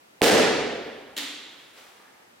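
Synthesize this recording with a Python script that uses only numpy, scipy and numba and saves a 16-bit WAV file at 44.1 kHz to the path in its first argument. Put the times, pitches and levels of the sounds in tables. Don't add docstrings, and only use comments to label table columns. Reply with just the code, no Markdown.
import sys
import numpy as np
from scipy import signal
from scipy.fft import rfft, irfft, next_fast_len
from scipy.io import wavfile
from numba import njit

SR = 44100
rng = np.random.default_rng(int(sys.argv[2]) if len(sys.argv) > 2 else 0)


def boost(x):
    u = np.asarray(x, float) / 20
    return 10 ** u


def log_audio(samples):
    frames = np.atleast_2d(samples).T
    limited = np.clip(frames, -1, 1)
    pcm = np.round(limited * 32767).astype(np.int16)
    wavfile.write(sys.argv[1], SR, pcm)


N = 105840


def unit(x):
    return x / np.sqrt(np.mean(x ** 2) + 1e-20)


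def energy_one(x):
    return x / np.linalg.norm(x)


def peak_at(x, db):
    return boost(db) * x / np.abs(x).max()


def along(points, hz):
    f, v = np.transpose(points)
    return np.interp(np.log(hz + 1), np.log(f + 1), v)


def filtered(x, response):
    m = next_fast_len(N + SR // 2)
    return irfft(rfft(x, m) * response(np.fft.rfftfreq(m, 1 / SR)), m)[..., :N]


def resonant(peaks):
    def response(hz):
        total = 0
        for k, (centre, width, db) in enumerate(peaks):
            damping = 1j * hz * width
            total = total + (-1) ** k * boost(db) * damping / (centre * centre - hz * hz + damping)
        return total
    return response


def in_phase(peaks):
    return lambda hz: sum(resonant([mode])(hz) for mode in peaks)


def causal(spectrum):
    def response(hz):
        cepstrum = irfft(np.log(boost(along(spectrum, hz)) + 1e-6))
        k = np.arange(len(cepstrum))
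        fold = np.where(k == 0, 1, 2 * (k < len(cepstrum) // 2))
        return np.exp(rfft(cepstrum * fold))
    return response


def pair(alike, lead=((1, 0),)):
    def mid_side(hz):
        turn = np.arccos(np.clip(along(alike, hz), -1, 1)) / 2
        return np.array([np.cos(turn), np.sin(turn)])

    def phase(hz):
        return np.exp(.5j * along(lead, hz) * np.array([[1], [-1]]))

    mid, side = filtered(rng.standard_normal((2, N)), mid_side)
    return filtered(np.array([mid + side, mid - side]), phase)


def spike(s, db=0):
    return boost(db) * (np.arange(N) == round(s * SR))


def burst(s, rise, t60):
    t = np.arange(N) / SR - s
    swell = np.clip(1 + t / rise, 0, 1) ** 2
    return rng.standard_normal(N) * swell * boost(-60 * np.clip(t, 0, 9) / t60)


# frequency in Hz, density in dB per Hz.
AIR_SPECTRUM = [(18, -77), (30, -25), (153, -8.5), (266, -4), (526, -3), (2410, -9), (4080, -14),
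                (14400, -24), (16000, -30.5)]
# frequency in Hz, left-right likeness from -1 to 1.
AIR_COHERENCE = [(60, 0.98), (180, 0.91), (550, -0.36), (1650, -0.43), (4970, -0.24), (15000, 0.25)]


def air():
    return boost(-56) * unit(filtered(pair(AIR_COHERENCE), lambda hz: boost(along(AIR_SPECTRUM, hz))))


# frequency in Hz, t60 in seconds.
HALL_T60 = [(60, 1.52), (200, 1.23), (500, 1.42), (1500, 1.47), (3500, 1.32), (7000, 0.93), (12000, .55),
            (16000, .4)]
# frequency in Hz, left-right likeness from -1 to 1.
HALL_COHERENCE = [(60, 0.82), (130, 0.93), (300, 1), (600, 0.79), (1500, 0.63), (4000, 0.52),
                  (10000, -0.056)]
# frequency in Hz, lead in radians.
PORT_LEAD = [(60, 0.45), (200, 0.54), (500, 0.73), (1200, .5), (3000, 0.15)]


def hall(x, db):
    gap_s, rise_s, pan_db = 0.0008, 0.0083, -0.52
    hz, t, z = signal.stft(pair(HALL_COHERENCE, PORT_LEAD), SR, nperseg=256)
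    decay = boost(-60 * t / along(HALL_T60, hz)[:, None])
    tail = signal.istft(z * decay, SR, nperseg=256)[1][:, :N]
    build_up = 1 - np.exp(-np.arange(N) / SR / rise_s)
    tail = tail * build_up * boost([[pan_db], [-pan_db]])
    late = np.pad(x, (round(gap_s * SR), 0))[None]
    return boost(db) * signal.fftconvolve(late, tail, axes=1)[:, :N]


# frequency in Hz, width in Hz, level in dB.
BALL_MODES = [(253.6, 12, 0.5), (302.5, 22.7, 0), (418, 75, -1), (446, 35, 2), (542, 40, -8.5),
              (658, 65, -10), (745, 15, -4.5), (810, 34, -27)]
# frequency in Hz, density in dB per Hz.
SLAM_SPECTRUM = [(30, -62.5), (90, -29), (300, -10), (520, -6), (1050, -19.5), (1700, -15), (5000, -20.5),
                 (15500, -30)]
# delay in seconds, level in dB, pan in dB.
WALL_ECHOES = [
    (0.0115, -61, 0),
    (0.0155, -45, 3),
    (0.0254, 1.5, -18),
    (.0325, -37, 2),
    (.037, -11, 2),
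]
# frequency in Hz, level in dB, t60 in seconds, pan in dB.
STANDING_WAVES = [(62.6, -54, 2.7, -2), (70.4, -50, 2.7, 1), (121, -50, 1.5, 0), (158, -48, 1.4, 0)]


def slam():
    slam_s = 0.2176
    t = np.arange(N) / SR - slam_s

    slab_lead_s, slab_hz, slab_s = 0.00363, 790, 0.0012
    slab_t = t + slab_lead_s
    slab = boost(-19.5) * np.exp(-(slab_t / slab_s) ** 2) * np.cos(2 * np.pi * slab_hz * slab_t)

    kick = spike(slam_s, -1.2) - spike(slam_s + 0.00015, 5.2)
    kick = kick + 0.21 * burst(slam_s, 0.0002, 0.004)
    crack = peak_at(filtered(kick, resonant([(2140, 1050, 21), (11300, 2700, -6)])), -2.5)

    thump_lag_s, contact_s = 0.002174, 0.00058
    push = np.exp(-(2 * (t - thump_lag_s) / contact_s) ** 2)
    thump = filtered(push, in_phase(BALL_MODES))
    direct = (crack + peak_at(thump, 0)) * boost([[-1.5], [1.5]])

    echoes = 0
    for delay_s, db, pan in WALL_ECHOES:
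        echoes = echoes + np.roll(crack, round(delay_s * SR)) * boost([[db + pan / 2], [db - pan / 2]])

    boom = 0
    for hz, db, t60, pan in STANDING_WAVES:
        level = boost(db - 60 * t / t60 + np.array([[pan], [-pan]]))
        boom = boom + (t > 0) * level * np.sin(2 * np.pi * hz * t)

    broad = filtered(spike(slam_s), causal(SLAM_SPECTRUM))
    reverberation = hall(energy_one(broad), -9.5) + hall(energy_one(thump), -12.5)
    return slab * boost([[-2.5], [2.5]]) + direct + echoes + boom + reverberation


# time in seconds, level in dB, rise in seconds, t60 in seconds.
PALM_HITS = [
    (1.1672, -17, 0.0044, 0.07),
    (1.1775, -10, 0.0013, 0.029),
    (1.1844, -14.5, 0.00086, 0.027),
]
# frequency in Hz, density in dB per Hz.
SLAP_SPECTRUM = [(110, -51), (240, -12), (600, -16.5), (1050, -14), (1700, -11.5), (3500, -8.5),
                 (5500, -14.5), (15500, -21.5)]
# frequency in Hz, width in Hz, level in dB.
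CUP_MODES = [(287, 58, 6), (2020, 220, -2.5), (3400, 910, -1.5), (4100, 790, -7.5), (6900, 1300, -6.5)]
# frequency in Hz, level in dB, t60 in seconds.
BALL_HUM = [(279, -49, 1.0), (293, -47, 1.1), (370, -44, .12)]


def catch():
    def colour(hz):
        return causal(SLAP_SPECTRUM)(hz) * (1 + in_phase(CUP_MODES)(hz))

    slap = 0
    for s, db, rise, t60 in PALM_HITS:
        puffs = np.array([burst(s, rise, t60), burst(s, rise, t60)])
        slap = slap + peak_at(filtered(puffs, colour), db)
    slap = slap + 0.44 * slap[::-1]

    first_s, second_s = PALM_HITS[0][0], PALM_HITS[1][0]
    t = np.clip(np.arange(N) / SR - first_s, 0, 9)
    hum = sum(boost(db - 60 * t / t60) * np.sin(2 * np.pi * hz * t) for hz, db, t60 in BALL_HUM)
    hum = hum * (1 - np.exp(-t / 0.0041))

    blows = filtered(spike(first_s, -1.3), colour), filtered(spike(second_s), colour)
    size = np.linalg.norm(blows[1])
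    return hum + slap / 2 + sum(hall(blow / size, -32.5) for blow in blows)


# time in seconds, effort in dB.
RUB_EFFORT = [
    (1.4, -70),
    (1.6, -57),
    (1.73, -58.5),
    (1.785, -49),
    (1.861, -52),
    (1.95, -56),
    (2.101, -61.5),
    (2.4, -74),
]
# frequency in Hz, density in dB per Hz.
RUB_SPECTRUM = [(180, -56), (300, -16), (455, -10), (511, -8), (555, -11), (2400, -11.5), (16000, -28)]
# time in seconds, level in dB.
FINGER_TAPS = [(1.981, -48.5), (2.001, -43), (2.02, -52), (2.039, -57), (2.059, -46), (2.068, -53),
               (2.081, -59), (2.099, -57), (2.12, -53.5), (2.146, -53.5), (1.854, -50)]
# frequency in Hz, width in Hz, level in dB.
TAP_MODES = [(865, 150, 1), (1240, 430, -2), (1750, 510, -6)]


def handling():
    effort_db = np.interp(np.arange(N) / SR, *np.transpose(RUB_EFFORT), left=-120)
    rub = unit(filtered(pair(HALL_COHERENCE), lambda hz: boost(along(RUB_SPECTRUM, hz))))

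    def tap_colour(hz):
        return in_phase(TAP_MODES)(hz) / (1 + (hz / 2160) ** 6)

    touches = sum(boost(db + 12) * burst(s, 0.0026, 0.011) for s, db in FINGER_TAPS)
    taps = filtered(touches, tap_colour)
    return boost(effort_db) * rub + taps + hall(taps, -28.5)


def scene():
    return air() + slam() + catch() + handling()


@njit
def follow(x, up, down):
    out, level = np.empty_like(x), 0.0
    for i in range(len(x)):
        level += (up if x[i] > level else down) * (x[i] - level)
        out[i] = level
    return out


def band_limit(x):
    return signal.sosfilt(signal.butter(12, 16680, fs=SR, output="sos"), x)


def record(dry):
    ceiling_db, attack_s, release_s = -10, 0.00033, 0.013
    low_cut_hz, top_hz, top_cut_db = 55, 16000, -60
    level = follow(np.abs(dry).max(0), min(1, 1 / (attack_s * SR)), 1 / (release_s * SR))
    held = dry * np.minimum(1, boost(ceiling_db) / (level + 1e-9))

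    def band(hz):
        return 1j * hz / (low_cut_hz + 1j * hz) * np.where(hz < top_hz, 1, boost(top_cut_db))

    return band_limit(filtered(held, band))


dry = scene()
out = record(dry)
log_audio(out)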